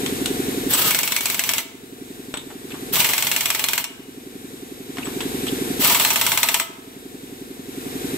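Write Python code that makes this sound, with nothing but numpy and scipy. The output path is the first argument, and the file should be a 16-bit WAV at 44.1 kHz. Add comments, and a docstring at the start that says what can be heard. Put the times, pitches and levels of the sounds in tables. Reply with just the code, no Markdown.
"""Pneumatic impact wrench

Three bursts tighten a hub nut: a modulated jet of air, a vane whine as the nut first runs down, and about 20
blows a second exciting modes of socket, hub and brake disc. Before and between bursts the loose socket
clinks as damped modes. A compressor throbs periodically and air hisses as coloured noise in a garage;
gain control pushes them down at every burst."""
import sys
import numpy as np
from scipy import signal
from scipy.fft import rfft, irfft, next_fast_len
from scipy.io import wavfile
from scipy.ndimage import uniform_filter1d, map_coordinates

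SR = 44100
rng = np.random.default_rng(int(sys.argv[2]) if len(sys.argv) > 2 else 0)


def int16_out(signal):
    """Quantize to a 16-bit WAV file."""
    q = np.round(np.clip(np.atleast_2d(signal).T, -1, 1) * 32767)
    wavfile.write(sys.argv[1], SR, q.astype(np.int16))


N = 360320

# Levels within a spectrum or a set of modes are relative; t60_s is the time to fade by 60 dB.

# compressor heard round the walls: freq_hz, level_db
DRONE_SPECTRUM = [(15, -48), (25, -19), (87, -12), (180, -10.5), (244, 0.5), (310, -5.5), (385, 1),
                  (445, -4), (494, -10), (549, -13.5), (657, -21), (730, -18), (900, -46), (1170, -37),
                  (1980, -120)]
# pump and motor tones: freq_hz, level_db (rms)
HUM_TONES = [(44.45, -50), (88.9, -58), (120, -51), (144.4, -45.5)]
# one piston stroke, a double gulp of air and a softer valve note:
# time_in_stroke_s, half_length_s, pitch_hz, level_db
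STROKE_NOTES = [(.0357, 0.0026, 270, -16.5), (.0433, 0.0041, 317, -14.5), (0.00834, 0.0057, 435, -31)]
STROKE_S = 0.090008  # period of the piston

# leaking air: freq_hz, level_db
HISS_SPECTRUM = [(500, -25), (730, 1), (850, -6), (1400, -5), (3300, -6), (3800, -2), (4400, -10),
                 (5700, -9.5), (7300, -9), (7950, -0.5), (8700, -9.5), (10000, -10), (12400, -6),
                 (15100, -14), (15700, -33)]
# left-right likeness of the noises: freq_hz, likeness (0 to 1)
LIKENESS = [(200, 1), (1000, 0.97), (2500, 0.32), (6000, 0.06)]
# part of the sound scattered by hand and hub: freq_hz, share_of_power
SCATTER_SHARE = [(2500, 0.03), (6000, 0.13)]
# decay of the room: freq_hz, t60_s
GARAGE_DECAY = [(200, 1), (2000, 0.56), (6000, 0.49), (15000, 0.31)]

# the loose socket touches the nut: start_s, knock_db, ring_db, chatter_s, knock_colour_hz
CLINK_EVENTS = [(0.062, -15.5, -25, 0.008, 3060), (0.258, -11.5, -30, .005, 4270),
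                (0.736, -10, 5, 0.00305, 4000), (0.784, -9, -4, 0.007, 2500),
                (2.3405, -4, -12, 0.0012, 1580), (2.372, -10.5, -21, .012, 3000),
                (2.503, -17, -30, .019, 1250), (2.705, -18.5, -31, .025, 2470),
                (2.742, -16.5, -30, 0.021, 1200), (4.970, -16, -27, .005, 1500),
                (4.983, -13, -36, 0.006, 1600), (5.056, -21, -22, 0.0088, 2330),
                (5.069, -16.5, -34, 0.0075, 1310), (5.206, -13, -22, 0.0073, 2450),
                (5.468, -20, -21, 0.023, 2600), (5.856, -1, -22, 0.0041, 2600), (6.611, -6, -1, .016, 3000)]
# contact noise of a knock: freq_hz, level_db
KNOCK_SPECTRUM = [(290, -30), (500, -5), (684, 2), (1000, -1.5), (1930, -8.5), (3510, -4.5), (4800, -14.5),
                  (7790, -5), (15000, -7)]
# socket and nut when knocked: freq_hz, level_db, t60_s
SOCKET_MODES = [(1010, -6, 0.098), (1410, -2, .05), (2800, 4, 0.1), (3630, -2, 0.1), (4360, 4.5, 0.049),
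                (5540, 7, 0.027)]
# the socket hanging free: freq_hz, level_db, t60_s
BELL_MODES = [(7940, 8, 0.055), (8050, -1, 0.092)]

# pulls of the trigger: valve_opens_s, valve_closes_s, rise_time_s, sag_time_under_load_s, air_db
TRIGGER_PULLS = [(.693, 1.592, 0.14, 0.033, -5), (2.921, 3.795, 0.026, 0.26, -6),
                 (5.79, 6.605, 0.11, 0.26, -4)]
# outflow of the vane motor: freq_hz, level_db
EXHAUST_SPECTRUM = [(53, -17), (85, -5.5), (130, 0), (288, -3.5), (570, -4), (950, -2.5), (1550, -3.5),
                    (2180, -2.5), (2890, 1), (4080, 0.5), (5750, -3), (6840, -5), (7780, 0), (9700, -6),
                    (11700, 0), (15500, 3.5)]
# sharp puffs and spits of air: freq_hz, level_db
JET_SPECTRUM = [(1000, -28), (7000, -34), (10000, 3), (13500, 16), (15500, -5)]
# the valve spits as it opens: time_s, level_db
VALVE_SPITS = [(.695, -29), (.709, -17.5), (2.937, -7), (5.81, -17.5)]
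# the motor runs the loose nut down: time_s, vane_rate_hz, level_db
RUN_DOWN_CURVE = [(.735, 288.7, -43), (0.765, 309, -28), (.835, 323, -18), (.905, 315.5, -16),
                  (.935, 266, -42)]
# partials of the vane whine: multiple, level_db
VANE_PARTIALS = [(1, -8), (2, -28), (3, -12), (4, 0), (5, -5), (9, -7)]

# hammer blows, slowing as the nut tightens: time_s, level_db over the usual blow of that pull
BLOW_EVENTS = [(.9075, 0.5), (.9466, 0), (.9883, 0), (1.0319, -1), (1.0754, -1.5), (1.1206, 0), (1.1635, 2),
               (1.2072, -5), (1.2562, 2), (1.2996, -0.5), (1.3442, -2.5), (1.3934, 2.5), (1.4372, -1.5),
               (1.4907, 3.5), (1.5349, 0.5), (1.5815, .5), (2.9559, -3), (3.0024, 0), (3.0443, 1),
               (3.0887, -2.5), (3.1338, 0), (3.1795, -0.5), (3.224, -1), (3.2688, -1), (3.3142, 0),
               (3.3626, 1), (3.4077, -1.5), (3.4564, -0.5), (3.5025, 1), (3.5479, -2.5), (3.5934, -3),
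               (3.6398, 0), (3.6854, -0.5), (3.7326, 0), (3.7781, 0), (3.841, -6), (5.8459, -3),
               (5.8981, -2.5), (5.9465, -0.5), (5.9975, 0), (6.0489, 1.5), (6.1037, -0.5), (6.158, 0.5),
               (6.2126, 0.5), (6.2647, 0.5), (6.3179, 0), (6.3742, 1), (6.4305, 2.5), (6.4868, 1),
               (6.5428, 3), (6.5983, -2)]
# how each pull seats the socket: time_to_seat_s, blow_db, then relative to the blow: rebound_db,
# clang_db, hub_db; crack_middle_db; narrowing of the clang to one note (db_per_octave)
PULL_SEATING = [(0.13, -7.5, -36, -11.5, -29, 1, 80), (0.15, -5, -15.5, -11.5, -26.5, 4.5, 4),
                (0.29, -4, -18, -17, -21, 4, 2)]
# contact noise of a blow: freq_hz, level_db
CRACK_SPECTRUM = [(180, -69), (300, -21.5), (1300, -7.5), (1700, -6), (2300, 0), (4210, -5), (4720, -8),
                  (5480, -4.5), (6460, -7.5), (7950, -1), (9760, -10), (12900, -2.5), (15500, -14)]
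# the band of the crack that depends on the seating: freq_hz, share
CRACK_MIDDLE_SHARE = [(1000, 0.18), (1700, 0.96), (2600, 0.41), (4500, 0.3)]
# anvil and socket: freq_hz, level_db
STEEL_MODES = [(2083, -40.5), (2256, -44.5), (2433, -38.5), (2632, -57), (2785, -39.5), (3144, -45),
               (3575, -42.5), (4150, -37), (5480, -44), (5970, -39.5), (7900, -36)]
# the socket's wall: freq_hz, level_db, t60_s
CLANG_MODES = [(2000, -6, 0.14), (2200, -3, 0.15), (2258, -3, 0.33), (2434, 0.5, 0.15), (2500, 3, 0.098)]
# hub and knuckle: freq_hz, level_db
HUB_MODES = [(655, 1.5), (685, 2.5), (856, 2.5), (915, 5), (964, 6.5), (1025, -5.5), (1118, 4), (1200, 4)]
# brake disc, borne on at another place by each pull:
# freq_hz, t60_s, first_pull_db, second_pull_db, third_pull_db (relative to the blow)
DISC_MODES = [(663, 0.6, -39, -40, -38), (1265, 0.41, -60, -58, -35.5), (1311, 0.63, -58, -48, -37),
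              (2040, .27, -38, -46, -31), (2920, 0.51, -49, -34.5, -39), (3180, 0.38, -43, -48, -35),
              (3670, 0.58, -48, -49, -40)]

# the socket rubs on the nut and one resonance sings: middle_s, half_length_s, pitch_hz, width_hz, level_db
SCRAPE_EVENTS = [(2.375, 0.0031, 8030, 130, -12), (2.387, 0.032, 3610, 220, -26.5),
                 (2.721, 0.0056, 2430, 400, -24.5), (5.034, 0.008, 2550, 302, -25.5),
                 (5.058, 0.015, 7900, 70, -26.5), (5.484, 0.014, 3200, 700, -27)]


def amp(db):
    """Level law: decibels to amplitude ratio."""
    return 10 ** (np.asarray(db) / 20)


def unit(x):
    """Normalisation to rms 1."""
    return x / np.sqrt(np.mean(x ** 2) + 1e-20)


def seconds(size):
    """Sampling: the time of each sample."""
    return np.arange(size) / SR


def along(points, hz):
    """Interpolation of (Hz, value) points on a logarithmic frequency axis."""
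    f, v = np.transpose(points)
    return np.interp(np.log(hz + 1), np.log(f + 1), v)


def wobble(rate):
    """Slow random modulation: a smooth curve through rate random knots a second."""
    return map_coordinates(rng.standard_normal(1024), [seconds(N) * rate], mode="wrap")


def noise(spectrum, alike, size):
    """Coloured stereo noise of rms 1: the balance of mid and side sets the left-right coherence."""
    m = next_fast_len(size)
    hz = np.fft.rfftfreq(m, 1 / SR)
    turn = np.arccos(np.clip(along(alike, hz), -1, 1)) / 2
    white = rfft(rng.standard_normal((2, m)))
    coloured = white * amp(along(spectrum, hz)) * [np.cos(turn), np.sin(turn)]
    mid, side = irfft(coloured, m)[:, :size]
    return unit(np.array([mid + side, mid - side]))


def ring(modes, t, spread, vary_db=3.0):
    """Modal decay of (Hz, dB, t60 s) partials, the strongest set to 0 dB before random variation."""
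    hz, db, t60 = np.transpose(modes)[:, :, None]
    strength, phase, skew = rng.standard_normal((3, len(hz)))
    # each mode meets the two microphones at another phase
    stereo_phase = 2 * np.pi * phase + np.outer([1, -1], spread * skew)
    weight = amp(vary_db * strength) * np.exp(1j * stereo_phase)
    rise = 1 - np.exp(-hz * t)  # each mode builds up within about a cycle
    partials = amp(db - db.max()) * rise * np.exp((2j * np.pi * hz - np.log(1000) / t60) * t)
    return (weight @ partials).imag


def add(track, s, sound):
    """Superposition: mix a sound into a track at time s."""
    part = track[:, max(round(s * SR), 0):][:, :sound.shape[-1]]
    part += sound[..., :part.shape[-1]]


def compressor(glide_hz_per_s=9000, waver=0.032, echo_db=-31.0, rumble_db=-35):
    """Periodic excitation: each stroke gulps air in rising notes; the walls return the same drone every stroke."""
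    t = seconds(N)
    gulps = np.zeros(N)
    for s, half_s, hz, db in STROKE_NOTES:
        u = (t - s + STROKE_S / 2) % STROKE_S - STROKE_S / 2  # time from the note's middle
        turn = 2 * np.pi * u * (hz * (1 + waver * wobble(10)) + glide_hz_per_s * u / 2)
        gulps += amp(db + 1.26 * wobble(10)) * np.exp(-(u / half_s) ** 2) * np.cos(turn)
    size = round(STROKE_S * SR)
    place = (t % STROKE_S * SR).astype(int) % size
    echo = noise(DRONE_SPECTRUM, [(100, 1.0), (600, 0.6)], size)[:, place]
    hum = sum(amp(db) * np.sqrt(2) * np.sin(2 * np.pi * (hz * t + rng.random())) for hz, db in HUM_TONES)
    rumble = noise(DRONE_SPECTRUM, [(100, 0.92), (600, 0.29)], N)
    return gulps + amp(echo_db) * echo + amp(rumble_db) * rumble + hum


def air_leak(hiss_db=-33.5, lag_s=0.00043):
    """Interaural delay: a nearly steady hiss from the left reaches the right microphone later."""
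    left = noise(HISS_SPECTRUM, [(1000, 0.42)], N)[0]
    direct = np.array([left, np.roll(left, round(lag_s * SR))])
    reflected = wheel_well(noise(HISS_SPECTRUM, [(700, 0.0), (3000, 0.042)], N))
    return amp(hiss_db + 0.33 * wobble(6.0)) * (direct + reflected)


def wheel_well(x, count=9, earliest_s=0.0004, latest_s=0.004, echo_db=-17.5, skew_s=0.00026, scatter_s=0.0052):
    """Early reflection: disc and wheel well return quick echoes and scatter treble differently to each side."""
    echoes = np.zeros((2, SR // 50))
    delays = rng.uniform(earliest_s, latest_s, count)
    skews = rng.uniform(-skew_s, skew_s, count)
    signs = rng.choice([-1, 1], count)
    for side, arrivals in zip(echoes, [delays - skews, delays + skews]):
        side[np.clip(arrivals * SR, 1, len(side) - 1).astype(int)] = signs
    echoes *= amp(echo_db) / np.sqrt(count)
    echoes[:, 0] = 1  # direct sound
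    scatter = rng.standard_normal(echoes.shape) * np.exp(-seconds(SR // 50) / scatter_s)
    m = next_fast_len(N + SR // 2)
    share = np.clip(along(SCATTER_SHARE, np.fft.rfftfreq(m, 1 / SR)), 0, 1)
    near, scattered = (rfft(h / np.linalg.norm(h, axis=1, keepdims=True), m) for h in (echoes, scatter))
    response = np.sqrt(1 - share) * near + np.sqrt(share) * scattered
    return irfft(rfft(x, m) * response, m)[:, :N]


def clinks(knock_t60=0.0073, rattle_db=-13, rattle_t60=0.16, socket_db=-10, damp_s=0.0052,
           colour_db_per_octave=9.5, ring_gain_db=-4, bounce=0.86, count=6):
    """Repeated impact: the socket chatters on the nut in quick touches and, while it hangs free, rings high."""
    out, t = np.zeros((2, N)), seconds(SR // 5)
    for s, knock_db, ring_db, chatter_s, colour_hz in CLINK_EVENTS:
        # each contact point favours its own band
        colour = [(hz, db - colour_db_per_octave * abs(np.log2(hz / colour_hz))) for hz, db in KNOCK_SPECTRUM]
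        delays = np.sort(rng.random(count))
        sizes = bounce ** np.arange(count)
        for delay, size in zip(delays - delays[0], sizes / np.linalg.norm(sizes)):
            fade = amp(-60 * t / knock_t60) + amp(rattle_db - 60 * t / rattle_t60)
            knock = fade * noise(colour, LIKENESS, len(t))
            ringing = np.exp(-chatter_s / damp_s)  # only a clean knock lets it ring
            clank = amp(socket_db) * ringing * ring(SOCKET_MODES, t, spread=0.46)
            bell = amp(ring_db + ring_gain_db) * ring(BELL_MODES, t, spread=0.19)
            add(out, s + chatter_s * delay, size * (amp(knock_db) * (knock + clank) + bell))
    return out


def garage(x):
    """Reverberation: convolution with decaying noise whose treble dies first."""
    hz, t, z = signal.stft(rng.standard_normal((2, SR // 2)), SR, nperseg=256)
    fade = amp(-60 * t / along(GARAGE_DECAY, hz)[:, None])
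    tail = signal.istft(z * fade, SR, nperseg=256)[1]
    return signal.fftconvolve(x, tail / np.linalg.norm(tail[0]), axes=1)[:, :N]


def blows(pull, late_s=0.1):
    """Inertia: the blows of one pull; the motor may coast into a last one after the valve closes."""
    opens_s, closes_s = TRIGGER_PULLS[pull][:2]
    return np.array([row for row in BLOW_EVENTS if opens_s < row[0] < closes_s + late_s])


def exhaust(surge_db=7.5, release_s=0.037, spit_s=0.0052,
            flutter_db=2.0, puff_db=-3.0, puff_phase=0.565, puff_s=0.0031):
    """Jet noise: the vane motor's air flutters, with a sharp puff as it picks up speed between blows."""
    t = seconds(N)
    flow, puffs = np.zeros((2, N))
    for pull, (open_s, close_s, rise_s, sag_s, air_db) in enumerate(TRIGGER_PULLS):
        times = blows(pull)[:, 0]
        opening = 1 - np.exp(-np.maximum(t - open_s, 0) / rise_s)
        closing = np.exp(-(np.maximum(t - close_s, 0) / release_s) ** 2)
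        load = np.maximum(t - times[0], 0) / sag_s
        flow += opening * closing * amp(air_db + surge_db * np.exp(-load))  # more air while running free
        puff_times = times[:-1] + puff_phase * np.diff(times)
        puffs += sum(np.exp(-((t - s) / puff_s) ** 2) for s in puff_times)
    spits = sum(amp(db) * np.exp(-((t - s) / spit_s) ** 2) for s, db in VALVE_SPITS)
    flow = flow * amp(flutter_db * wobble(90))
    jet = (amp(puff_db) * flow * puffs + spits) * noise(JET_SPECTRUM, LIKENESS, N)
    return flow * noise(EXHAUST_SPECTRUM, LIKENESS, N) + jet


def run_down(waver=0.0207):
    """Siren principle: the vanes chop the air into a wavering whine while the nut still turns freely."""
    s, vane_hz, db = np.transpose(RUN_DOWN_CURVE)
    t = seconds(N)
    rate_hz = np.interp(t, s, vane_hz) * (1 + waver * wobble(70))
    turn = 2 * np.pi * np.cumsum(rate_hz) / SR
    level = amp(np.interp(t, s, db, left=-120, right=-120))
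    return level * sum(amp(part_db + 2 * wobble(50.4)) * np.sin(k * turn) for k, part_db in VANE_PARTIALS)


def contact(t, slack, metal, colour, slack_db=8, attack_s=0.00074, crack_t60=0.01,
            clatter_db=-9, tight_clatter_t60=0.062, same=0.19):
    """Impact noise: a short crack and a clatter that lasts longer in a slack socket."""
    crack = amp(-60 * t / crack_t60)
    clatter = amp(clatter_db - 60 * t / (tight_clatter_t60 * (1 + 3.3 * slack)))
    # a share of the noise repeats from blow to blow
    grain = np.sqrt(same) * metal + np.sqrt(1 - same) * noise(colour, LIKENESS, len(t))
    return amp(-slack_db * slack) * (crack + clatter) * (1 - np.exp(-t / attack_s)) * grain


def hammer(blow_db=18.0, soft_db=2.0, steel_db=-22.5, hub_t60=0.12, hub_rise_s=0.0044,
           rebound_t60=0.064, rebound_s=0.0083, rebound_fade_s=0.19, tight_db=-8, tight_s=0.72,
           swell_s=0.0029, bite=0.55, clang_hz=2240, free_db=8):
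    """Modal impact: each blow is contact noise, ringing metal and a rebound; blows harden as the nut seats."""
    out, t = np.zeros((2, N)), seconds(SR // 7)
    swell = 1 - np.exp(-t / swell_s)  # the socket's wall takes a moment to sound
    hub_modes = [(hz, mode_db, hub_t60) for hz, mode_db in HUB_MODES]
    rebound_modes = [(hz, mode_db, rebound_t60) for hz, mode_db in HUB_MODES]
    for pull, (seat_s, db, rebound_db, clang_db, hub_db, middle_db, narrow_db) in enumerate(PULL_SEATING):
        wall = [(hz, level - narrow_db * abs(np.log2(hz / clang_hz)), t60) for hz, level, t60 in CLANG_MODES]
        disc_modes = [(hz, levels[pull], t60) for hz, t60, *levels in DISC_MODES]
        disc_db = max(level for hz, level, t60 in disc_modes)
        metal = noise(CRACK_SPECTRUM, LIKENESS, len(t))
        last_s = blows(pull)[-1, 0]
        for s, extra_db in blows(pull):
            age = s - TRIGGER_PULLS[pull][0]
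            slack = np.exp(-age / seat_s)
            bark_db = middle_db + bite * extra_db  # hard blows bark more
            colour = [(hz, level + bark_db * along(CRACK_MIDDLE_SHARE, hz)) for hz, level in CRACK_SPECTRUM]
            strike = contact(t, slack, metal, colour)
            grip = 1 + 0.0028 * rng.standard_normal()  # the socket sits a little differently at every blow
            # 0.16 s decay at 2200 Hz, shorter above
            steel_modes = [(hz * grip, mode_db, 0.16 * (2200 / hz) ** 0.46) for hz, mode_db in STEEL_MODES]
            steel = amp(steel_db) * ring(steel_modes, t, spread=0.67)
            muted_db = tight_db * (2.5 - np.exp(-age / tight_s))  # muted as it tightens
            clang = amp(clang_db + muted_db) * ring(wall, t, spread=0.22)
            hub = amp(hub_db) * (1 - np.exp(-t / hub_rise_s)) * ring(hub_modes, t, spread=0.2)
            # the hub knocks back, less as the nut tightens
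            rebound = amp(rebound_db) * np.exp(-age / rebound_fade_s) * ring(rebound_modes, t, spread=0.16)
            # the disc rings louder on the last blow, as the hand eases off
            disc_gain = amp(disc_db + free_db * (s == last_s))
            disc = disc_gain * ring(disc_modes, seconds(SR // 2), spread=0.98)
            strength = amp(blow_db + db + extra_db - soft_db * slack)
            add(out, s, strength * (strike + steel + swell * clang + hub))
            add(out, s + rebound_s, strength * swell * rebound)
            add(out, s, strength * disc)
    return out


def scrapes():
    """Friction excitation: short rubs swell and fade in one resonance of the socket."""
    out, t = np.zeros((2, N)), seconds(SR // 5)
    u = t - t.mean()
    skirt = [(-8, -90), (-2, -18), (0, 0), (2, -18), (8, -90)]  # (widths off the pitch, dB)
    for s, half_s, hz, width_hz, db in SCRAPE_EVENTS:
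        band = [(hz * np.exp(k * width_hz / hz), level) for k, level in skirt]
        add(out, s - t.mean(), amp(db) * np.exp(-(u / half_s) ** 2) * noise(band, LIKENESS, len(t)))
    return out


def scene():
    """Superposition: the wrench in wheel well and garage, over the hiss and the compressor."""
    wrench = wheel_well(exhaust() + run_down() + hammer() + clinks() + scrapes())
    balance = amp([[0.4], [-0.4]])  # slightly to the left
    return (wrench + amp(-11.5) * garage(wrench) + air_leak()) * balance + compressor()


def gain_cut(excess_db, depth_db, hold, attack, release, step):
    """Compression with memory: the cut follows the excess level, holds, then lets go (times in s)."""
    cut, wanted = [0], np.clip(excess_db, 0, depth_db)
    for k in range(len(wanted)):
        goal = wanted[max(k - round(hold / step), 0):k + 1].max()
        lag = attack if goal > cut[-1] else release
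        cut.append(goal + (cut[-1] - goal) * np.exp(-step / lag))
    return np.array(cut[1:])


def record(dry, threshold_db=-18, size=256, top_hz=15650):
    """Automatic gain control: a quick and a slow stage turn loud sound down, then a sharp low-pass limits it."""
    power = np.abs(uniform_filter1d(np.mean(dry ** 2, axis=0), 8 * size))[::size]
    excess_db = 10 * np.log10(power + 1e-12) - threshold_db
    quick = gain_cut(excess_db, depth_db=8.5, hold=0.0067, attack=0.025, release=0.27, step=size / SR)
    slow = gain_cut(excess_db, depth_db=11.5, hold=1.003, attack=0.19, release=0.26, step=size / SR)
    levelled = dry * amp(-np.interp(np.arange(N), np.arange(0, N, size), quick + slow))
    m = next_fast_len(N + SR // 2)
    passed = np.fft.rfftfreq(m, 1 / SR) < top_hz
    return np.clip(irfft(rfft(levelled, m) * passed, m)[:, :N], -1, 1)


dry = scene()
out = record(dry)
int16_out(out)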